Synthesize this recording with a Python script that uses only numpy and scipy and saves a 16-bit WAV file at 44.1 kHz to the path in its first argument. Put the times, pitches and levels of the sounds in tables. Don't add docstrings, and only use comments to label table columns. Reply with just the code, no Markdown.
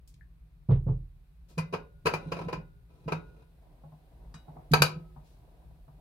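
import sys
import numpy as np
from scipy import signal
from scipy.fft import rfft, irfft, next_fast_len
from scipy.io import wavfile
from scipy.ndimage import map_coordinates

SR = 44100
rng = np.random.default_rng(int(sys.argv[2]) if len(sys.argv) > 2 else 0)


def waveform_to_disk(signal):
    frames = np.transpose(np.atleast_2d(signal))
    scaled = np.clip(frames, -1, 1) * 32767
    samples = np.round(scaled).astype(np.int16)
    wavfile.write(sys.argv[1], SR, samples)


N = 265014


# start in seconds, level in dB, brightness in dB per octave,
# rise in seconds, level of the worktop's thump in dB, lead of that thump in seconds.
CONTACTS = [(1.579,-37.5,1.9,0.0059,-27,.005), (1.726,-43.5,-1,0.013,-51,0.0067),
            (1.736,-37.5,-2,0.0044,-32.5,.006), (2.057,-31.5,0.3,0.0025,-28.5,.004),
            (2.067,-28.5,0.44,0.0012,-47,0.0238), (2.137,-34,0.36,.001,-34.5,.007),
            (2.319,-38,-0.7,.0028,-35,.003), (2.367,-48.5,-1.5,0.0018,-41,0.016),
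            (2.389,-47,-2.5,0.0019,-67,0), (2.414,-48.5,-3,0.00091,-37,0.022),
            (2.484,-44,-2.6,0.0038,-32,0.032), (2.528,-39,-1.4,0.00208,-35.5,0),
            (3.079,-42.5,-2.7,0.0082,-32.5,.02), (3.122,-35.5,-1,0.00039,-29.5,.003),
            (4.735,-21.5,1.7,0.0012,-18.5,.024), (4.82,-21.5,4.5,0.0007,-21.5,.017)]
# frequency in Hz, relative spectral level in dB.
CRACK_SPECTRUM = [(120, -45), (200, -7), (305, -5), (481, -3.5), (803, -2), (999, 0.5), (2150, -16.5),
                  (2450, -7), (3590, -26.5), (4730, -15.5), (5180, -20.5), (7330, -27), (7740, -32.5),
                  (12000, -28), (15800, -43)]
def knocks(crack_t60=.1, crack_db=-3, wall_db=-2, wall_hard_db=-9, graze_lead_s=.0046, graze_db=-20):
    out = np.zeros((2, N))
    for s, db, brightness, rise, _, _ in CONTACTS:
        hardness = hardness_of(db)
        ring = hob_and_container(hardness, rise)
        crack = unit(shaped_noise(SR, CRACK_SPECTRUM) * swell(rise, crack_t60))
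        blow = voiced(ring + amp(crack_db) * crack, db, brightness)
        add(out, s, in_kitchen(blow, wet_db=-9))
        wall = pot_wall(pitch=1 - .11 * round(hardness))
        add(out, s, amp(db + wall_db + wall_hard_db * hardness) * wall)
        add(out, s - graze_lead_s, (1 - hardness) * amp(graze_db) * blow.std() * crack)
    return out


def hardness_of(db, soft_db=-30.5, hard_db=-22.5):
    return np.interp(db, [soft_db, hard_db], [0, 1])


# frequency in Hz, bandwidth in Hz, relative level in dB.
HOB_MODES = [(450.5, 100, 7), (1004.5, 53, 1), (1307, 17, -1), (1586, 19, -10), (2040, 8, -13.5),
             (2197, 33, -18.5), (2442, 45, -5), (2825, 120, -16.5), (2980, 36, -32), (4020, 260, -14),
             (4780, 60, -19.5), (5010, 72, -19.5), (5540, 39, -24), (5760, 110, -21), (6140, 72, -25.5),
             (6350, 84, -23.5), (7073, 45, -22.5), (7700, 49, -34), (8780, 32, -19.5), (9100, 110, -16.5),
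             (11000, 91, -37), (11600, 190, -27.5), (13020, 63, -49), (14400, 43, -46)]
CONTAINER_MODES = [(463, 69, 2.5), (990, 28, 6.5), (1300, 40, 6.5), (1560, 55, 0.5), (1720, 33, -5.5),
                   (2420, 90, -0.5), (2620, 40, -3.5), (2960, 70, -14.5), (3540, 50, -19),
                   (3920, 110, -8.5), (4250, 60, -11.5), (4785, 45, -9), (4590, 45, -4), (5266, 44, -16.5),
                   (6460, 32, -10.5), (7150, 43, -13.5), (8930, 81, -11.5), (9750, 190, -14.5),
                   (10900, 76, -28.5), (11100, 28, -26.5), (11590, 60, -11.5), (12150, 67, -28.5),
                   (13100, 63, -25.5), (13900, 41, -30), (14600, 77, -25.5), (15600, 59, -26.5)]
def hob_and_container(hardness, rise):
    spot = [rng.normal(1, .008), 1, 1]
    hob = unit(chatter(struck(HOB_MODES * np.array(spot), rise), gap_s=.004, fall_db=-5))
    container = unit(chatter(struck(CONTAINER_MODES, rise), gap_s=.003, fall_db=-4))
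    return np.sqrt(1 - hardness) * hob + np.sqrt(hardness) * container


def struck(modes, rise):
    hz, width, db = np.transpose(modes)[:, :, None]
    t = second()[:SR // 6]
    direction, strength, phase = rng.standard_normal((3, len(hz), 1))
    apart = np.sign(direction) * stereo_angle(hz)
    attack = 1 - np.exp(-t / max(rise, 1e-4))
    envelope = width * amp(db + 2 * strength) * np.exp(-np.pi * width * t) * attack
    angle = 2 * np.pi * (hz * t + phase)
    ring = np.array([(envelope * np.sin(angle + side * apart)).sum(0) for side in (1, -1)])
    return unit(np.pad(ring, [(0, 0), (0, SR - len(t))]))


def chatter(x, gap_s, fall_db):
    delays = np.cumsum([0, *rng.uniform(.5, 1.5, 2) * gap_s * SR]).astype(int)
    return sum(amp(k * fall_db) * np.pad(x, [(0, 0), (d, 0)])[:, :SR] for k, d in enumerate(delays))


# lower edge in Hz, upper edge in Hz.
BLOW_BANDS = [(200, 700), (700, 1800), (1800, 5500), (5500, 16000)]
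BAND_DB = [-1, 0, -4.5, -19]
def voiced(x, db, brightness, pivot_hz=1470, contact_s=.03):
    centres = np.sqrt(np.prod(BLOW_BANDS, axis=1))
    target_db = db + np.array(BAND_DB) + brightness * np.log2(centres / pivot_hz)
    hz, power = signal.periodogram(x, SR)
    energy = np.array([power[:, (hz > lo) & (hz < hi)].mean(0).sum() for lo, hi in BLOW_BANDS])
    gains = np.column_stack([centres, target_db - 10 * np.log10(energy / contact_s)])
    return filtered(x, lambda f: amp(along(gains, f)))


# frequency in Hz, relative level in dB, t60 in seconds.
WALL_MODES = [(409, -21, 1), (562, -20, 0.65), (1445, -20, .7), (2470, -14, 0.13), (2530, -16, 0.22),
              (2830, -27, 0.26), (3770, -27, 0.32)]
def pot_wall(pitch):
    ring = np.zeros((2, SR))
    for hz, db, t60 in WALL_MODES + WALL_MODES:
        strength, detune = amp(db - 3 + rng.normal(0, 2)), rng.normal(1, .007)
        cycles = pitch * detune * hz * second() + rng.random((2, 1))
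        ring += strength * swell(.017, t60) * np.sin(2 * np.pi * cycles)
    return ring


WORKTOP_HZ, GIVE_S = 160.6, .011
# start in seconds, level in dB, rise in seconds.
WORKTOP_PUSHES = [(2.26, -32.5, 0.018), (2.576, -38, .008), (4.96, -36, .012)]
def thumps(sag_hz=9.3, lead_share=.32):
    out = np.zeros((2, N))
    for s, db, _, _, thump_db, lead in CONTACTS:
        loaded_hz = WORKTOP_HZ - sag_hz * hardness_of(db)
        add(out, s - lead, thump(thump_db, loaded_hz, rise=GIVE_S + lead_share * lead))
    for s, db, rise in WORKTOP_PUSHES:
        add(out, s, thump(db, WORKTOP_HZ, rise))
    return out


# multiple of the pitch, relative level in dB, t60 in seconds.
WORKTOP_MODES = [(.64, -13.5, 0.18), (1, 1, 0.13), (1.25, -15, .1), (1.581, -16.5, 0.062)]
# frequency in Hz, relative spectral level in dB.
PUFF_SPECTRUM = [(25, -11), (45, 1), (90, -9), (200, -2), (300, -13), (600, -31.5), (2000, -82)]
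def thump(db, hz, rise, puff_db=-13):
    swing = sum(amp(mode_db) * swell(rise, t60) * np.sin(2 * np.pi * ratio * hz * second())
                for ratio, mode_db, t60 in WORKTOP_MODES)
    puff = shaped_noise(SR, PUFF_SPECTRUM) * swell(rise, .091)
    return amp(db) * in_kitchen(swing + amp(puff_db) * puff, wet_db=-11.5)


# start in seconds, relative thud level in dB, relative scuff level in dB.
SPOON_THUDS = [(0.688, -7.5, -31), (.865, -13, -46.5)]
# frequency in Hz, relative level in dB, t60 in seconds.
COUNTER_MODES = [(38.37, -8.5, 0.71), (50.14, -21, 0.83), (75.8, -11, 0.68), (112.2, -0.5, 0.27),
                 (132.5, 2.5, 0.3), (161, -7.5, 0.27)]
# frequency in Hz, relative spectral level in dB.
BODY_SPECTRUM = [(60, -6.5), (170, -3), (260, -11.5), (350, -11), (450, -6.5), (600, -16.5), (750, -18.5),
                 (1050, -23), (1400, -33.5), (1700, -49.5), (2500, -51), (6000, -71.5)]
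SCUFF_SPECTRUM = [(300, -29.5), (1200, 0.5), (3700, -10.5), (5000, -26.5), (8000, -48), (16000, -36)]
def thuds(body_db=-12):
    out, t = np.zeros((2, N)), second()
    for s, db, scuff_db in SPOON_THUDS:
        boom = sum(amp(level) * swell(.015, t60) * np.sin(2 * np.pi * hz * t)
                   for hz, level, t60 in COUNTER_MODES)
        body = shaped_noise(SR, BODY_SPECTRUM) * swell(.041, .14)
        add(out, s, amp(db - 10.5) * (boom + amp(body_db) * in_kitchen(body, wet_db=-12.5)))
        scuff = shaped_noise(SR, SCUFF_SPECTRUM) * swell(.067, .16)
        add(out, s + .012, amp(scuff_db - 24) * scuff)
    return out


# start in seconds, length in seconds, relative level in dB.
DRAG_STROKES = [(1.484, .03, -61.5), (2.134, .19, -54), (2.334, 0.086, -48), (2.422, 0.074, -58),
                (2.881, 0.54, -65.5)]
def slide(attack_s=.02, release_s=.025, grain_db=4, rasp_db=-10, gain_db=-3, shudder_db=3):
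    t, stroke = np.arange(N) / SR, np.zeros(N)
    for s, length, db in DRAG_STROKES:
        attack = 1 - np.exp(-np.maximum(t - s, 0) / attack_s)
        release = np.exp(-np.maximum(t - s - length, 0) / release_s)
        stroke += amp(db) * attack * release
    grip = unit(amp(grain_db * wobble(180)))
    rub = unit(resonate(grip * noise(N), HOB_MODES))
    rasp = amp(rasp_db) * grip * shaped_noise(N, CRACK_SPECTRUM)
    shudder = amp(shudder_db) * shaped_noise(N, BODY_SPECTRUM)
    return in_kitchen(amp(gain_db) * stroke * (rub + rasp + shudder), wet_db=-5)


# start in seconds, level in dB, centre in Hz, rise in seconds, t60 in seconds.
SCRATCHES_AND_HISS = [(1.483, -66, 4480, 0.0374, .18), (2.89, -82, 3690, 0.3, .9),
                      (4.716, -41.5, 4516, 0.00054, .05), (5.235, -73, 4144, 0.17, .35)]
def scratches_and_hiss(skirt_db_per_octave=-7):
    out = np.zeros((2, N))
    for s, db, centre_hz, rise, t60 in SCRATCHES_AND_HISS:
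        band = noise(SR, lambda hz: skirt_db_per_octave * np.abs(np.log2((hz + 1) / centre_hz)))
        add(out, s, amp(db) * band * swell(rise, t60))
    return out


# frequency in Hz, level in dB, t60 in seconds.
CLINK_MODES = [(1510, -60.5, 0.29), (2460, -69, 0.16), (2915, -70.5, 0.37), (3848, -63.5, .3),
               (4880, -50, 0.013), (5720, -65, .1), (6600, -72, .1), (8500, -78, 0.22), (9600, -79, .1)]
# frequency in Hz, relative spectral level in dB.
TICK_SPECTRUM = [(300, -12.5), (1450, 6.5), (2200, -7.5), (4900, -14.5), (7000, -9.5), (10000, -17),
                 (13000, -32)]
def clink(start_s=4.341, tick_db=-50, thump_db=-44):
    out, t = np.zeros((2, N)), second()
    ring = sum(amp(db) * swell(.00088, t60) * np.sin(2 * np.pi * (hz * t + rng.random((2, 1)) / 2))
               for hz, db, t60 in CLINK_MODES)
    tick = shaped_noise(SR, TICK_SPECTRUM) * swell(.0035, .047)
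    add(out, start_s, in_kitchen(ring + amp(tick_db) * tick, wet_db=-3))
    add(out, start_s, thump(thump_db, WORKTOP_HZ, GIVE_S))
    return out


# start in seconds, level in dB, pitch in Hz, width in octaves, t60 in seconds.
TICKS_AND_DRIP = [(0.075, -61.5, 6300, 1, 0.14), (0.14, -63.5, 4480, 0.77, 0.035),
                  (.21, -52.5, 1800, 0.093, 0.02), (.838, -74.5, 11170, 0.54, 0.038)]
def ticks_and_drip():
    out = np.zeros((2, N))
    for s, db, pitch_hz, octaves, t60 in TICKS_AND_DRIP:
        add(out, s, pop(db, pitch_hz, octaves, t60))
    return out


# start in seconds, level in dB.
BURSTS = [(3.836, -54), (3.92, -56.5), (4.482, -51), (4.567, -51.5), (5.162, -53.5), (5.879, -57.5),
          (5.981, -63.5)]
def large_bubbles(pitch_hz=726, nudge_db=7.5, nudge_hz=150):
    out = np.zeros((2, N))
    for s, db in BURSTS:
        add(out, s, pop(db, pitch_hz * rng.lognormal(0, .06), octaves=.37, t60=.1))
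        add(out, s, thump(db + nudge_db, nudge_hz, GIVE_S))
    return out


def pop(db, pitch_hz, octaves, t60):
    burst = noise(SR, lambda hz: -50 * np.log10(1 + (np.log2((hz + 1) / pitch_hz) / (2 * octaves)) ** 2))
    return in_kitchen(amp(db) * burst * swell(.00071, t60), wet_db=-4.5)


# time in seconds, relative level in dB.
SIMMER_STRENGTH = [(0, -90), (1.9, -79.5), (2.8, -79.5), (4.5, -61), (5.3, -62.5), (6, -69)]
# frequency in Hz, relative spectral level in dB.
RUMBLE_SPECTRUM = [(20, -23.5), (30, -5), (42, 4), (58, 4.5), (72, -5.5), (92, -17), (125, -5),
                   (140, -12.5), (165, -3.5), (190, -28.5), (230, -34), (330, -38.5), (600, -68.5)]
BUBBLE_SPECTRUM = [(130, -33), (220, 0.5), (549, -2.5), (713, 1), (872, -6.5), (961, -3.5), (1050, -10.5),
                   (1500, -22), (2200, -21.5), (2860, -51), (4840, -120)]
HISS_SPECTRUM = [(880, -26), (1500, 4.5), (2180, -8.5), (2500, 1.5), (3140, -2), (3900, -0.5), (6080, -9.5),
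                 (7550, -9.5), (8410, -6), (9370, -5), (10500, -6.5), (13800, -4.5), (15800, -12)]
def simmer(rumble_db=-54, bubble_db=-1, hiss_db=-78.5, hiss_growth=.22):
    heat_db = np.interp(np.arange(N) / SR, *np.transpose(SIMMER_STRENGTH))
    rumble = amp(rumble_db + 2 * wobble(10)) * shaped_noise(N, RUMBLE_SPECTRUM)
    clumps = unit(amp(2.5 * wobble(7) + 2 * wobble(90)))
    bubbles = amp(heat_db + bubble_db) * clumps * shaped_noise(N, BUBBLE_SPECTRUM)
    hiss = amp(hiss_db + hiss_growth * (heat_db - heat_db.mean())) * shaped_noise(N, HISS_SPECTRUM)
    return rumble + bubbles + hiss


# frequency in Hz, t60 in seconds.
KITCHEN_T60 = [(150, 0.46), (500, 0.32), (1200, 0.25), (4000, 0.22), (12000, 0.15)]
def in_kitchen(x, wet_db):
    hz, t, spectra = signal.stft(noise(SR * 3 // 4), SR, nperseg=256)
    envelope = amp(-60 * t / along(KITCHEN_T60, hz)[:, None]) * (1 - np.exp(-t / .0021))
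    tail = signal.istft(spectra * envelope, SR, nperseg=256)[1]
    wet = signal.fftconvolve(x, tail / np.linalg.norm(tail[0]), axes=1)
    return x + amp(wet_db) * wet[:, :x.shape[-1]]


# frequency in Hz, relative spectral level in dB.
HUSH_SPECTRUM = [(150, -32), (250, 3.5), (618, -8), (1230, -8.5), (1490, -15), (1950, -12.5), (2500, -11.5),
                 (3250, -40), (5500, -120)]
def room_tone(db=-78):
    return amp(db) * shaped_noise(N, HUSH_SPECTRUM)


# frequency in Hz, left-right correlation.
CORRELATION = [(140, 0.95), (400, .7), (1000, 0.21), (2500, -0.15), (4600, 0.14), (8000, -0.11),
               (14000, 0.17)]
def stereo_angle(hz):
    return np.arccos(np.clip(along(CORRELATION, hz), -1, 1)) / 2


def noise(n, colour=lambda hz: 0):
    def response(hz):
        angle = stereo_angle(hz)
        return amp(colour(hz)) * np.array([np.cos(angle), np.sin(angle)])
    mid, side = filtered(rng.standard_normal((2, n)), response)
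    return unit(np.array([mid + side, mid - side]))


def shaped_noise(n, spectrum):
    return noise(n, lambda hz: along(spectrum, hz))


def resonate(x, modes):
    return filtered(x, lambda f: sum((-1) ** k * amp(db) * 1j * f * width / (hz**2 - f**2 + 1j * f * width)
                                     for k, (hz, width, db) in enumerate(modes)))


def filtered(x, response):
    n = x.shape[-1]
    padded = next_fast_len(n + SR // 5)
    return irfft(rfft(x, padded) * response(np.fft.rfftfreq(padded, 1 / SR)), padded)[..., :n]


def swell(rise, t60):
    t = second()
    shape = (1 - np.exp(-t / max(rise, 1e-4))) * amp(-60 * t / t60)
    return shape / shape.max()


def wobble(rate):
    return map_coordinates(rng.standard_normal(int(N * rate / SR) + 4), [np.arange(N) * rate / SR])


def along(points, hz):
    knots_hz, values = np.transpose(points)
    return np.interp(np.log(hz + 1), np.log(knots_hz + 1), values)


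def amp(db):
    return 10 ** (np.asarray(db) / 20)


def unit(x):
    return x / np.sqrt(np.mean(x ** 2) + 1e-20)


def second():
    return np.arange(SR) / SR


def add(track, s, sound):
    part = track[:, round(s * SR):][:, :sound.shape[-1]]
    part += sound[..., :part.shape[-1]]


# frequency in Hz, left minus right level in dB.
LEFT_BIAS = [(150, -1.5), (450, 0.5), (1100, -1.5), (2400, 6), (8000, 1.5), (14000, 2.5)]
def scene():
    handling = knocks() + clink() + scratches_and_hiss() + thumps() + thuds() + slide()
    placed = filtered(handling, lambda hz: amp(np.outer([.5, -.5], along(LEFT_BIAS, hz))))
    return placed + ticks_and_drip() + large_bubbles() + simmer() + room_tone()


def record(dry, low_hz=30, top_hz=15900, ceiling=.9):
    thinned = signal.sosfilt(signal.butter(4, low_hz, "highpass", fs=SR, output="sos"), dry)
    rounded = thinned / (1 + np.abs(thinned / ceiling) ** 8) ** (1 / 8)
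    return filtered(rounded, lambda hz: hz < top_hz)


dry = scene()
out = record(dry)
waveform_to_disk(out)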